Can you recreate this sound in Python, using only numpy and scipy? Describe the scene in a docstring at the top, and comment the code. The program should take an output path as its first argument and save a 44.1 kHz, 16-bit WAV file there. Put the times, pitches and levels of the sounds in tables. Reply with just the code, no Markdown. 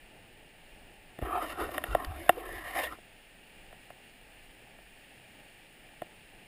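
"""Floodwater pours steadily through lock gates some way off, heard inside a small camera's plastic housing:
filtered noise and bubble grains in three bands. At about 1.2 s a hand shifts its grip: knocks excite the case
modes, stick-slip noise through the same modes rubs and rasps, low noise flexes the walls, and bursts of
band-passed noise squeak, with one broad click near 2.05 s. From about 3 s the hand is gone and the mount
ticks a few times, loudest near 6 s."""
import sys
import numpy as np
from scipy import signal
from scipy.fft import rfft, irfft, next_fast_len
from scipy.io import wavfile

SR = 44100
rng = np.random.default_rng(int(sys.argv[2]) if len(sys.argv) > 2 else 0)


def pcm_store(signal):
    """Save signal as 16-bit PCM."""
    levels = np.round(np.clip(np.atleast_2d(signal), -1, 1) * 32767)
    wavfile.write(sys.argv[1], SR, levels.astype(np.int16).T)


N = 285327
T = np.arange(N) / SR
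# the hand takes hold of the case, stays on it and lets go
GRIP_S, GRIP_HOLD_S, GRIP_FADE_S = 1.218, 1.715, 0.021


def undb(db):
    """Amplitude gain is 10 to the power dB / 20."""
    return 10 ** (np.asarray(db) / 20)


def level(x, db=0):
    """Normalise to unit rms, then apply a steady or moving gain in dB."""
    return x * undb(db) / np.sqrt(np.mean(x ** 2) + 1e-20)


def band(x, lo_hz, hi_hz, order=2):
    """Causal Butterworth band-pass: flat between its two cut-offs."""
    edges_hz = [lo_hz, min(hi_hz, SR / 2 - 1)]
    return signal.sosfilt(signal.butter(order, edges_hz, "band", fs=SR, output="sos"), x)


def resonate(x, hz, width_hz):
    """A single damped resonator, with gain 1 at its centre."""
    b, a = signal.iirpeak(hz, hz / width_hz, fs=SR)
    return signal.lfilter(b, a, x + 1e-18)


def colour(x, points):
    """Spectral shaping: (pitch_hz, level_db) points joined along a logarithmic frequency axis."""
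    hz, db = np.transpose(points)
    size = next_fast_len(len(x), True)
    bins_hz = np.arange(size // 2 + 1) * SR / size
    gain = undb(np.interp(np.log(bins_hz + 1), np.log(hz), db))
    return irfft(rfft(x, size) * gain, size)[:len(x)]


def walk(rate, size=N):
    """Slow random modulation: independent values, rate per second, joined by lines; spread near 1."""
    steps = 1.47 * rng.standard_normal(1024)
    return np.interp(T[:size] * rate, np.arange(len(steps)), steps)


def grains(rate, spread_db, size=N):
    """Shot noise: random impulses, rate per second on average, most small and a few large."""
    place, sign, strength = rng.random((3, size))
    hit = place < rate / SR
    out = np.zeros(size)
    out[hit] = np.sign(sign[hit] - .5) * undb(-spread_db * np.log(strength[hit] + 0.037))
    return level(out)


def water():
    """Turbulence gives broadband noise and bubbles give impulses; the housing's air resonances colour both."""
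    # spectrum through the housing wall: pitch_hz [Hz], level_db [dB per Hz, relative]
    wall_spectrum = [(25, 9.5), (48, 3.5), (90, 1.5), (250, -1.5), (520, -4.5), (760, -3.5), (980, -12.5),
                     (1400, -8), (1850, -3.5), (2850, 2), (3800, -9.5), (7800, -22), (9300, -20.5),
                     (15000, -41)]
    # air resonances inside the housing: pitch_hz [Hz], width_hz [Hz], level_db [dB]
    cavity_modes = [(880, 93, 0), (1807, 320, 2.5), (2394, 240, -4), (2795, 144, -7), (9750, 940, 13),
                    (14710, 430, 33)]
    # each part of the water: level_db [dB], change_db once the grip has shifted [dB]
    roar_levels = (-59, -0.85)
    splash_levels = (-59.5, 1.68)
    rumble_levels = (-60, -3)
    split_hz = 970

    turbulence = rng.standard_normal(N)
    bubbles = 0.48 * grains(1500, 2.3)
    direct = colour(turbulence + bubbles, wall_spectrum)
    rush = direct + sum(undb(db) * resonate(direct, hz, width_hz) for hz, width_hz, db in cavity_modes)

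    # roar and splash share one slow surge; each part also wavers on its own
    surge_db = 0.322 * walk(1.12)
    rumble = band(rush, 15.7, 54.7) * undb(1.36 * walk(8.1) + 0.53 * walk(0.94))
    roar = band(rush, 55, split_hz, order=3) * undb(surge_db + .8 * walk(8.9))
    splash = band(rush, split_hz, 19000, order=3) * undb(surge_db + 0.35 * walk(8.6))

    shifted = np.clip((T - GRIP_S) / GRIP_HOLD_S, 0, 1)
    out = np.zeros(N)
    for part, (db, change_db) in [(roar, roar_levels), (splash, splash_levels), (rumble, rumble_levels)]:
        out += level(part, db + change_db * shifted)
    return out


def case(push, roam_db=0):
    """Modal synthesis: the plastic case rings in its modes; a roaming contact shifts their balance."""
    # modes of the plastic case: pitch_hz [Hz], t60_s [s], level_db [dB]
    case_modes = [(170, .014, -16), (340, .05, -8), (470, .018, -9), (600, .018, -3), (715, .026, -1),
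                  (870, .014, -14), (1050, .016, -11), (1380, .014, -8), (1600, .012, -12), (1850, .02, -4),
                  (2200, .012, -21), (2740, .02, -11), (3100, .012, -20), (3450, .012, -17),
                  (3750, .012, -23), (4800, .006, -29), (7200, .01, -36), (8450, .016, -27),
                  (9240, .025, -21), (10120, .02, -20), (10620, .015, -25), (11280, .026, -17),
                  (12720, .026, -17), (13400, .012, -25), (13830, .018, -18), (14770, .02, -20)]
    out = 0
    for k, (hz, t60_s, db) in enumerate(case_modes):
        roam = roam_db * walk(14.1, size=len(push)) if roam_db else 0
        width_hz = np.log(1000) / np.pi / t60_s  # damping sets the bandwidth
        # neighbouring modes move the wall in opposite directions
        out = out + (-1) ** k * undb(db + roam) * resonate(push, hz, width_hz)
    return out


def knocks():
    """Impact excitation: each contact strikes the case, scrapes for an instant and rebounds."""
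    # knocks and ticks on the case: start_s, thud_db, body_db, clack_db [s, dB, dB, dB]
    taps = [(1.1881, -52, -58, -60), (1.215, -56, -66, -64), (1.2229, -45.5, -53, -61.5),
            (1.2486, -67, -64, -70), (1.6896, -61, -52, -64), (1.78, -59, -44.5, -42.5),
            (1.8389, -58, -49.5, -44), (1.949, -48, -30.5, -45.5), (2.046, -60, -60, -52.5),
            (2.293, -42.5, -24.5, -31), (2.984, -66, -67, -77), (3.7268, -79, -61.5, -70),
            (3.9029, -75, -58, -65.5), (4.7868, -80, -65.5, -71), (6.0187, -54.5, -47, -58)]
    # ranges of a knock's thud, body, clack and tick: low_hz, high_hz [Hz]
    knock_bands = [(60, 425), (450, 1080), (1200, 4100), (7000, 14700)]
    tick_db = -7.5  # the treble of a knock, relative to its clack
    crack_db = -40.5  # the part of a blow that comes straight through the wall
    rebound_s, rebound_share = .00287, 0.15
    scrape_share, scrape_decay_s = .025, 0.0037  # relative to the strike

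    out = np.zeros(N)
    t = T[:SR // 10]
    lead = SR // 100  # samples of silence, room for the backward filter
    times, thud_db, body_db, clack_db = np.transpose(taps)
    push = scrape_share * rng.standard_normal((len(times), len(t))) * np.exp(-t / scrape_decay_s)
    push[:, 0] += 1
    push[:, int(rebound_s * SR)] += rebound_share
    ring = np.pad(case(push) + undb(crack_db) * push, ((0, 0), (lead, 0)))

    levels_db = (thud_db, body_db, clack_db, clack_db + tick_db)
    for band_db, (lo_hz, hi_hz) in zip(levels_db, knock_bands):
        # filtered both ways, so that low and high modes start together
        forward = band(ring, lo_hz, hi_hz)
        parts = band(forward[:, ::-1], lo_hz, hi_hz)[:, ::-1]
        for start_s, db, part in zip(times, band_db, parts):
            start = int(start_s * SR) - lead
            out[start:start + len(part)] += level(part, db)
    return out


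def touch(start_s, hold_s, attack_s, release_s):
    """Contact envelope: a linear rise, and an exponential decay from hold_s after the start."""
    since = T - start_s
    return np.clip(since / attack_s, 0, 1) * np.exp(-np.maximum(since - hold_s, 0) / release_s)


def effort(rows, rest_db, attack_s, release_s):
    """Powers add: (start_s, hold_s, level_db) contacts on top of the resting hand, as a level in dB."""
    power = (undb(rest_db) * touch(GRIP_S, GRIP_HOLD_S, GRIP_FADE_S, GRIP_FADE_S)) ** 2
    for start_s, hold_s, db in rows:
        power = power + (undb(db) * touch(start_s, hold_s, attack_s, release_s)) ** 2
    return 10 * np.log10(power + 1e-20)


def fingers():
    """Stick-slip friction drives the case modes in uneven runs; the grip bends the walls with a low rumble."""
    # finger strokes over the case: start_s, hold_s [s], friction_db, rasp_db, palm_db [dB]
    strokes = [(1.198, 0.096, -41.5, -53, -39.5), (1.272, 0.18, -39, -46, -44.5),
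               (1.457, 0.04, -43, -45, -55), (1.571, 0.071, -37, -48.5, -41.5),
               (1.677, 0.1, -40, -48.5, -48.5), (1.817, 0.23, -44, -54.5, -46), (2.158, .14, -50, -46, -59),
               (2.37, 0.018, -59, -43.5, -53.5), (2.433, 0.16, -48.5, -49.5, -51),
               (2.619, 0.14, -42, -46, -71), (2.737, 0.098, -33, -34.5, -47)]
    # squeezes that bend the walls: start_s, hold_s [s], level_db [dB]
    squeezes = [(1.222, 0.01, -31.5), (1.31, 0.065, -51), (1.61, 0.055, -44), (1.882, 0.058, -36),
                (2.065, 0.051, -38), (2.15, 0.063, -48), (2.465, 0.096, -48)]
    stroke_attack_s, stroke_release_s = 0.033, 0.032
    squeeze_attack_s, squeeze_release_s = 0.0063, 0.024
    # between strokes the resting hand still creeps
    rest_friction_db, rest_rasp_db, rest_palm_db, rest_flex_db = -45.5, -59, -53, -55.5
    grit_offset_db = -13  # relative to the mean of the friction and rasp levels
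    hiss_offset_db = 2  # skin hiss relative to the grit

    touching = (T > GRIP_S) & (T < GRIP_S + GRIP_HOLD_S + .1)
    starts, holds, *stroke_levels = np.transpose(strokes)
    rest_levels = (rest_friction_db, rest_rasp_db, rest_palm_db)
    friction_db, rasp_db, palm_db = [
        effort(zip(starts, holds, db), rest_db, stroke_attack_s, stroke_release_s)[touching]
        for db, rest_db in zip(stroke_levels, rest_levels)]
    flex_db = effort(squeezes, rest_flex_db, squeeze_attack_s, squeeze_release_s)[touching]

    slips = grains(3500, 2) + 0.67 * rng.standard_normal(N)
    slips = (slips * undb(1.6 * walk(110)))[touching]
    modes = case(slips, roam_db=2.5)
    # soft skin damps the case's loudest ring, and some scraping comes straight through the wall
    ring = modes - .45 * resonate(modes, 665, 250) + undb(-19.5) * slips

    friction = level(band(ring, 530, 1527), friction_db)
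    rasp = level(band(ring, 1360, 2550), rasp_db)
    palm = level(band(ring, 290, 410), palm_db)
    grit_db = (friction_db + rasp_db) / 2 + grit_offset_db
    grit = level(band(modes, 3900, 15500, order=3), grit_db)
    hiss = level(band(slips, 10000, 13000), grit_db + hiss_offset_db)

    # the walls sway to and fro at an unsteady rate; the power evens out the swings
    sway = signal.hilbert(band(rng.standard_normal(N), 30.5, 76.9, order=3)[touching])
    flex = level(np.real(sway / np.abs(sway) ** .7), flex_db)

    out = np.zeros(N)
    out[touching] = friction + rasp + grit + hiss + palm + flex
    return out


def squeaks_and_click():
    """Stick-slip as band-passed noise in a bell envelope: a narrow band squeaks, a broad, brief one clicks."""
    # a fingertip catches and sings; at 2.049 s it only clicks: a broad, very short noise burst.
    # middle_s [s], spread_s of the bell [s], pitch_hz, width_hz [Hz], level_db before the bell [dB]
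    catches = [(1.334, 0.047, 1236, 155, -36), (1.433, 0.023, 1230, 206, -40),
               (2.049, 0.0012, 4130, 2200, -40.5), (2.38, 0.0042, 510, 204, -35),
               (2.552, 0.093, 1813, 222, -47), (2.796, 0.039, 1890, 304, -43),
               (2.848, 0.015, 3440, 400, -47), (2.876, 0.0095, 1850, 99, -41)]
    out = np.zeros(N)
    t = T[:SR // 2] - .25  # time from the middle of the burst
    noises = rng.standard_normal((len(catches), len(t)))
    for (middle_s, spread_s, hz, width_hz, db), slips in zip(catches, noises):
        start = int((middle_s + t[0]) * SR)
        burst = level(band(slips, hz - width_hz / 2, hz + width_hz / 2), db)
        out[start:start + len(t)] += burst * np.exp(-.5 * (t / spread_s) ** 2)
    return out


def scene():
    """Superposition: distant water under the handling of the camera, in one channel."""
    return (water() + knocks() + fingers() + squeaks_and_click())[None]


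def record(dry):
    """Port interference weakens one frequency and its octave; a steep low-pass limits the bandwidth."""
    port_null_hz, top_hz = 5977, 15400
    for hz, width_hz, depth in [(port_null_hz, 800, .62), (2 * port_null_hz, 650, .7)]:
        for _ in range(2):
            dry = dry - depth * resonate(dry, hz, width_hz)
    return signal.sosfilt(signal.ellip(8, .2, 70, top_hz, fs=SR, output="sos"), dry)


dry = scene()
out = record(dry)
pcm_store(out)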